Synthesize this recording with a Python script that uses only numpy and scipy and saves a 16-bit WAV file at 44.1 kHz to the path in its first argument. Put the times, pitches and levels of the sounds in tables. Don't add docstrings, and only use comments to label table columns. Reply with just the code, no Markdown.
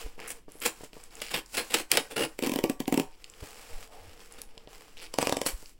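import sys
import numpy as np
from scipy import signal
from scipy.io import wavfile
from scipy.ndimage import uniform_filter1d

SR = 44100
rng = np.random.default_rng(int(sys.argv[2]) if len(sys.argv) > 2 else 0)


def unload_audio(sound):
    columns = np.transpose(np.atleast_2d(sound))
    steps = np.round(np.clip(columns, -1, 1) * 32767)
    wavfile.write(sys.argv[1], SR, steps.astype(np.int16))


N = 255325
TIME = np.arange(N) / SR

# start/s, end/s, start level/dB, end level/dB, brightness/dB
STROKES = [(0.0, 0.17, -45.5, -67.5, -2), (0.187, 0.277, -53.5, -51, -5.5), (0.304, 0.383, -56, -61.5, -1),
           (0.488, 0.613, -60.5, -62, -2), (0.717, 0.845, -66, -53, 1.5), (0.932, 1.065, -59, -58.5, -0.5),
           (1.114, 1.25, -56, -51.5, -2), (1.427, 1.535, -80, -53, 6.5), (1.62, 1.73, -56, -51.5, 3),
           (1.892, 1.929, -60, -49.5, 2.5), (2.02, 2.1, -54, -64, 0), (2.262, 2.383, -64, -67.5, 4),
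           (3.067, 3.413, -70.5, -57, -1.5), (3.427, 3.847, -53.5, -54, -0.5),
           (3.911, 4.198, -56.5, -59.5, -3), (4.204, 4.275, -56.5, -59.5, -0.5),
           (4.296, 4.417, -61.5, -55, -3.5), (4.48, 4.646, -65.5, -63.5, -6),
           (4.691, 4.946, -55.5, -62.5, -1.5), (4.964, 5.07, -60, -59, -1.5), (5.093, 5.177, -71, -58, -2),
           (5.563, 5.707, -60, -63.5, 5.5)]
# peak t/s, level/dB, brightness/dB, spread/s, run-on/s
FIBRE_RIPS = [(0.01, -49, 3, 0.013, 0), (0.28, -50, 14.5, 0.0044, 0.012), (0.305, -41, 8.5, 0.0039, .012),
              (0.624, -37, 2.5, 0.0088, 0.013), (0.662, -24, 2.5, 0.0094, 0.0081),
              (1.219, -30.5, -1.5, 0.0027, 0.0012), (1.24, -47.5, 1.5, 0.017, 0.052),
              (1.317, -37, 0, 0.011, 0.0076), (1.346, -25.5, -6, 0.0073, 0.0088),
              (1.363, -35, -0.5, 0.0062, 0.026), (1.552, -35, 2, 0.011, 0.0076),
              (1.582, -26.5, -2.5, 0.011, 0.011), (1.708, -38, 0, 0.0057, 0.049),
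              (1.745, -19, -3.5, 0.0043, 0), (1.772, -34, 0, 0.0078, 0.038), (1.926, -30, -2, 0.012, .038),
              (1.977, -19, -13, 0.0034, 0), (1.998, -35, -2, 0.0034, 0.0093), (2.117, -43.5, 0, 0.012, 0),
              (2.167, -31.5, -1.5, 0.0052, 0.083), (2.437, -38, -12, 0.0052, .03),
              (4.389, -50, -2, 0.0073, 0), (5.028, -47, 0, 0.013, 0.023), (5.218, -33, 1, 0.0077, 0.0064),
              (5.253, -39, 1, .0086, 0), (5.468, -32.5, 8.5, 0.0046, 0.0053),
              (5.474, -36.5, 6.5, 0.016, 0.019)]
# t/s, level/dB
WALL_DRIVE = [(0.3, -11), (0.66, -8), (1.22, -16.5), (1.35, -6.5), (1.92, -3.5), (2.2, 4.5), (5.0, -5),
              (5.22, -6)]
# t/s, level/dB
BOX_TAPS = [(0.064, -44.5), (0.181, -47), (0.193, -47), (0.483, -44.5), (0.555, -49), (0.568, -55),
            (0.809, -45), (0.836, -40.5), (0.933, -50), (0.968, -43.5), (3.427, -45), (3.437, -41.5),
            (4.575, -48.5), (4.675, -46), (5.629, -49.5)]
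# t/s, level/dB, half length/s
AIR_PUSHES = [(0.06, -33.5, 0.0059), (0.125, -42.5, 0.037), (3.429, -36.5, 0.0026), (3.762, -34, 0.012),
              (5.546, -32, 0.0056)]
# t/s, level/dB, centre f/Hz
DRY_CLICKS = [(0.1925, -41, 1650), (0.52, -43, 9600), (0.6027, -37.5, 8400), (0.932, -43, 3320),
              (1.0382, -38, 8100), (1.154, -37.5, 8000), (1.108, -51, 3300), (1.203, -38, 3960),
              (1.4615, -43, 6740), (1.5713, -23.5, 5760), (1.742, -16.5, 4260), (1.9161, -11, 7400),
              (1.9173, -12.5, 4170), (1.9723, -11.5, 3800), (2.8565, -39, 2770), (3.2429, -34, 3900),
              (3.2989, -40.5, 6660), (3.3377, -45.5, 2480), (4.2046, -46, 3680), (4.324, -38.5, 8300),
              (4.4174, -30, 7700), (4.5784, -38.5, 3880), (4.674, -44, 3020), (5.6588, -41, 4300)]
# start/s, end/s, tick rate/Hz, level/dB, centre f/Hz
TICK_RUNS = [(0.216, 0.308, 115, -41.5, 1730), (0.534, 0.611, 130, -50.5, 10000),
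             (1.23, 1.298, 110, -38.5, 3200), (3.124, 3.155, 180, -55.5, 3330),
             (4.971, 5.076, 170, -44, 3260)]
# t/s, level/dB, flap f/Hz
STRIP_TUGS = [(2.3915, -28.5, 396), (2.4258, -21.5, 277), (2.4378, -27, 330), (2.4472, -27, 391),
              (2.4642, -26, 370), (2.4722, -19.5, 276), (2.4961, -21, 280), (2.5197, -21.5, 258),
              (2.539, -24.5, 402), (2.5605, -19.5, 286), (2.5898, -20.5, 380), (2.6406, -11, 333),
              (2.6986, -17.5, 275), (2.8041, -21.5, 266), (2.8803, -17.5, 278), (2.926, -14.5, 283),
              (2.9432, -19, 270), (2.977, -14, 290), (2.9992, -17, 286), (5.141, -28, 505),
              (5.1873, -8.5, 645), (5.228, -11.5, 625), (5.2723, -12, 610), (5.296, -15.5, 575),
              (5.3256, -9.5, 654), (5.37, -16.5, 546), (5.4166, -17, 520), (5.4642, -14.5, 714)]
# t/s, drone level/dB, rasp level/dB
SLIDE_LEVELS = [(3.6, -82, -79), (3.72, -57, -54.5), (3.86, -79, -70), (3.93, -75, -51.5),
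                (4.08, -50.5, -64), (4.2, -108, -71)]

# f/Hz, level/dB, t60/s
BOX_MODES = [(160, -8, 0.1), (198, -16.5, 0.066), (274.6, -2, 0.077), (319, -5.5, 0.12), (410, -18, 0.17),
             (455.4, -0.5, 0.062), (587, -2, 0.077), (662, -18.5, 0.09), (720, -6, 0.061),
             (775, -5.5, 0.062), (897, 2, 0.026), (996, -0.5, 0.057), (1148, -13.5, 0.13),
             (1655, -16.5, 0.12), (1900, -21, .16)]
CARD_MODES = [(2760, 8, 0.003), (5720, -1.5, 0.015), (7800, 6, 0.0024)]
# f/Hz, level/dB
WALL_EQ = [(60, -26.5), (150, -10), (260, -7), (340, -2.5), (405, 5), (475, -2), (600, -9.5), (730, 2),
           (950, -10), (1500, -7), (2200, -27), (5000, -66.5)]
HISS_EQ = [(2500, -23.5), (4000, -2), (5200, -4), (6600, 0.5), (8200, -1), (10500, -4), (13000, -7),
           (16000, -8)]
SCRAPE_EQ = [(500, -4), (1200, 5), (1900, 1), (2900, 0.5), (4200, -3.5), (5500, -5.5), (9000, -43)]
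BITE_EQ = [(90, -16.5), (500, -7), (1000, -4.5), (1500, -1), (2000, -3), (2750, -1), (3600, -4), (4300, -5),
           (5200, -7.5), (6300, -22.5), (9000, -24)]
SIZZLE_EQ = [(3500, -73.5), (5600, -6), (7400, -2.5), (8600, 0.5), (10300, -3.5), (11700, -7.5),
             (13000, -9), (16000, -9)]
SLACK_CRUNCH_EQ = [(70, -33), (400, 5.5), (1000, -4), (1600, -5), (2400, 2), (3000, 0.5), (3900, -3),
                   (5200, -6.5), (7500, -5), (10000, -7), (13000, -9), (16000, -8)]
TAUT_CRUNCH_EQ = [(400, -11.5), (1000, 11), (1400, -1), (2000, -4), (2900, 1.5), (4000, -0.5), (5200, 1.5),
                  (7500, -3), (9500, -3), (12000, -11.5), (16000, -13)]
ROOM_TONE_EQ = [(10, 14), (25, 6), (60, -9), (130, -18.5), (300, -15.5), (600, -26.5), (1500, -35.5),
                (3000, -32), (8000, -42.5), (16000, -43.5)]
# f/Hz, t60/s
ROOM_DECAY = [(150, 0.16), (400, 0.15), (1000, 0.33), (2800, 0.2), (7000, 0.24), (15000, 0.2)]


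def amp(db):
    return 10 ** (np.asarray(db) / 20)


def unit(x):
    return x / np.sqrt(np.mean(x ** 2) + 1e-20)


def along(points, hz):
    f, value = np.transpose(points)
    return np.interp(np.log(hz + 1), np.log(f), value)


def convolve(x, response):
    return signal.oaconvolve(x, response / np.linalg.norm(response))[:N]


def eq(x, curve, size=4096):
    log_gain = np.log(amp(along(curve, abs(np.fft.fftfreq(size, 1 / SR)))))
    response = np.fft.ifft(np.exp(np.conj(signal.hilbert(log_gain)))).real
    return convolve(x, response[:size // 2])


def band(x, low_hz, high_hz):
    edges = [min(low_hz, SR / 4), min(high_hz, SR / 3)]
    return signal.sosfilt(signal.butter(2, edges, "bandpass", fs=SR, output="sos"), x + 1e-15)


def add(mix, s, sound):
    start = round(s * SR)
    part = mix[max(start, 0):max(start + len(sound), 0)]
    part += sound[max(-start, 0):][:len(part)]


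def swell(t, rise_s, fall_s):
    return np.exp(-np.minimum(np.maximum(-t / rise_s, t / fall_s), 20))


def grains(per_s, spread_db, smooth, window):
    clicks = (rng.random(N) < per_s / SR) * rng.choice([-1, 1], N)
    clicks = clicks * amp(spread_db * np.minimum(rng.exponential(1, N), 4))
    grit = unit(clicks) + smooth * rng.standard_normal(N)
    return grit / np.sqrt(abs(uniform_filter1d(grit ** 2, window)) + 1e-6)


def box_ring(uneven_db=5):
    t = np.arange(SR // 4) / SR
    ring = np.zeros(len(t))
    for k, (hz, db, t60) in enumerate(BOX_MODES):
        decay = amp(db + uneven_db * rng.standard_normal() - 60 * t / t60)
        ring += (-1) ** k * decay * np.sin(2 * np.pi * hz * t)
    return ring / abs(ring).max()


def walls(x, ring_db=-12):
    return eq(x + amp(ring_db) * convolve(x, box_ring(uneven_db=3.5)), WALL_EQ)


def flap(t, hz, t60, load=0.58):
    quarter_s = 1 / (4 * hz)
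    free_s = np.maximum(t + quarter_s, 0)
    swing = np.sin(2 * np.pi * hz * free_s) * amp(-60 * (free_s - quarter_s) / t60)
    return load * swell(t + quarter_s, 0.00098, 0.0003) - swing


def rubs(attack_s=0.026, release_s=0.028, flutter_db=1.34, nicks_per_s=34, nick_s=0.0007, nick_db=-10):
    levels = np.zeros((3, N))
    for start, end, start_db, end_db, bright_db in STROKES:
        attack = np.clip((TIME - start) / attack_s + 0.5, 0, 1)
        release = np.exp(-np.clip((TIME - end) / release_s, 0, 20))
        pressure = attack * release * amp(np.interp(TIME, [start, end], [start_db, end_db]))
        balance = amp([-2 + bright_db, -1.5, -9.5 - bright_db])
        levels += np.outer(balance, pressure)
    flutter = amp(flutter_db * unit(uniform_filter1d(rng.standard_normal(N), size=400)))
    ridges = rng.random(N) < nicks_per_s / SR
    nicks = signal.lfilter([1], [1, -np.exp(-1 / (nick_s * SR))], ridges + 1e-12)
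    grip = flutter + amp(nick_db) * unit(nicks)
    hiss, scrape, body = (level * grip * grains(1200, 1.7, smooth=1, window=1500) for level in levels)
    return eq(hiss, HISS_EQ) + eq(scrape, SCRAPE_EQ) + walls(body)


def rips(catches_per_s=70.3, catch_db=-7, sizzle_db=-3):
    layers = np.zeros((3, N))
    t = np.arange(-SR // 10, SR // 4) / SR
    fibres = np.array([grains(1800, 3.2, smooth=0.57, window=400) for _ in layers])
    for s, db, bright_db, spread_s, run_s in FIBRE_RIPS:
        offset = rng.integers(N - len(t))
        shower = fibres[:, offset:offset + len(t)].copy()
        for k, hz in enumerate([rng.uniform(2240, 4550), rng.uniform(6240, 14900)]):
            shower[k] = unit(shower[k] + band(shower[k], hz * 0.95, hz * 1.05))
        fade = np.where(t < 0, (t / spread_s) ** 2, np.maximum(t - run_s, 0) / (1.69 * spread_s))
        catches = amp(catch_db * np.sin(np.pi * catches_per_s * np.clip(t, 0, run_s)) ** 2)
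        envelope = np.exp(-np.minimum(fade, 20)) * catches
        sends_db = [0, sizzle_db + bright_db, np.interp(s, *np.transpose(WALL_DRIVE))]
        for layer, grit, send_db in zip(layers, shower, sends_db):
            add(layer, s + t[0], amp(db + send_db) * envelope * grit)
    bite, sizzle, body = layers
    return eq(bite, BITE_EQ) + eq(sizzle, SIZZLE_EQ) + amp(-3) * walls(body)


def handling():
    out = np.zeros(N)
    t = np.arange(-SR // 10, SR // 10) / SR
    for s, db, half_s in AIR_PUSHES:
        puff = -t / half_s * np.exp((1 - (t / half_s) ** 2) / 2)
        add(out, s + t[0], amp(db) * puff)
    knock = amp(7) * flap(t, hz=464, t60=0.012)
    thud = amp(-7) * flap(t, hz=115, t60=0.03)
    for s, db in BOX_TAPS:
        add(out, s + t[0], amp(db) * (knock + thud))
        add(out, s, amp(db) * box_ring())
    return out


def dry_click(db, hz):
    t = np.arange(SR // 50) / SR
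    burst = rng.choice([-1, 1], len(t)) * (np.exp(-t / 0.00048) + 0.11 * np.exp(-t / 0.0041))
    width = np.clip(7 + 0.15 * db, 1.45, 4)
    width = 1 + (width - 1) * min(1, 4500 / hz)
    click = band(burst, hz / width, min(hz * width, 12500))
    return amp(db) * click / np.sqrt(np.mean(click[:SR // 1000] ** 2))


def clicks_and_ticks():
    direct, card_send = np.zeros((2, N))
    for s, db, hz in DRY_CLICKS:
        click = dry_click(db, hz)
        add(direct, s, click)
        add(card_send, s, amp(db - 11) * click)
    for start, end, per_s, db, hz in TICK_RUNS:
        for s in np.arange(start, end, 1 / per_s):
            add(direct, s + rng.normal(0, 0.087) / per_s, dry_click(db + rng.normal(0, 1.4), hz))
    t = np.arange(SR // 50) / SR
    ring = sum(amp(db - 60 * t / t60) * np.cos(2 * np.pi * hz * t) for hz, db, t60 in CARD_MODES)
    return amp(-1) * direct + convolve(card_send, ring)


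def tear_strip(loose_hz=285, loose_t60=0.028, deadening=2.23, usual_tug_db=-21.5):
    thumps, slack, taut = np.zeros((3, N))
    t = np.arange(-SR // 100, SR // 10) / SR
    crunch_shape = swell(t, 0.00042, 0.00081) + 0.16 * swell(t, 0.0043, 0.0091)
    for s, db, hz in STRIP_TUGS:
        tension = np.clip((hz - 400) / 100, 0, 1)
        t60 = loose_t60 * (loose_hz / hz) ** deadening
        add(thumps, s + t[0] + 0.00011, amp(db - 1) * flap(t, hz, t60))
        add(thumps, s + 0.0011, amp(db - 9 - 5 * tension) * box_ring())
        crunch_db = -24.5 + 0.39 * (db - usual_tug_db) + tension
        for layer, share in [(slack, 1 - tension), (taut, tension)]:
            add(layer, s - 0.0007 + t[0], np.sqrt(share) * amp(crunch_db) * crunch_shape)
    fibres = grains(7000, 3.4, smooth=0.52, window=150)
    crunch = eq(slack * fibres, SLACK_CRUNCH_EQ) + eq(taut * fibres, TAUT_CRUNCH_EQ)
    return band(thumps, 116, 7100) + crunch


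def slide(drone_hz=(77, 92), rasp_hz=(540, 920)):
    times, *curves = np.transpose(SLIDE_LEVELS)
    out = np.zeros(N)
    for db, edges in zip(curves, [drone_hz, rasp_hz]):
        fader = amp(np.interp(TIME, times, db, left=-np.inf, right=-np.inf))
        out += fader * unit(band(rng.standard_normal(N), *edges))
    return out


def room(x, echoes_per_s=5000, predelay_s=0.003, build_s=0.0057):
    size = SR // 2
    echoes = rng.standard_normal(size) * (rng.random(size) < echoes_per_s / SR)
    hz, t, spectrum = signal.stft(echoes, SR, nperseg=256)
    decay = amp(-60 * t / along(ROOM_DECAY, hz)[:, None])
    tail = signal.istft(spectrum * decay, SR, nperseg=256)[1][:size]
    fade_in = np.clip((TIME[:size] - predelay_s) / build_s, 0, 1)
    return convolve(x, tail * fade_in)


def scene():
    strip, tearing, clicks = tear_strip(), rips(), clicks_and_ticks()
    hands = handling() + rubs() + slide()
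    reverb = room(amp(-10) * strip + amp(-13.5) * tearing + amp(-12.5) * clicks + amp(-13) * hands)
    room_tone = amp(-53) * unit(eq(rng.standard_normal(N), ROOM_TONE_EQ, size=16384))
    return np.tile(strip + tearing + clicks + hands + reverb + room_tone, (2, 1))


def record(dry, bounce_s=0.0003857, bounce_db=-12, ceiling=0.85, cutoff_hz=16100):
    bounce = np.array([np.interp(TIME - bounce_s, TIME, channel) for channel in dry])
    clipped = np.clip(dry + amp(bounce_db) * bounce, -ceiling, ceiling)
    low_pass = signal.firwin(511, cutoff_hz, window=("kaiser", 9), fs=SR)
    return signal.oaconvolve(clipped, low_pass[None], "same")


dry = scene()
out = record(dry)
unload_audio(out)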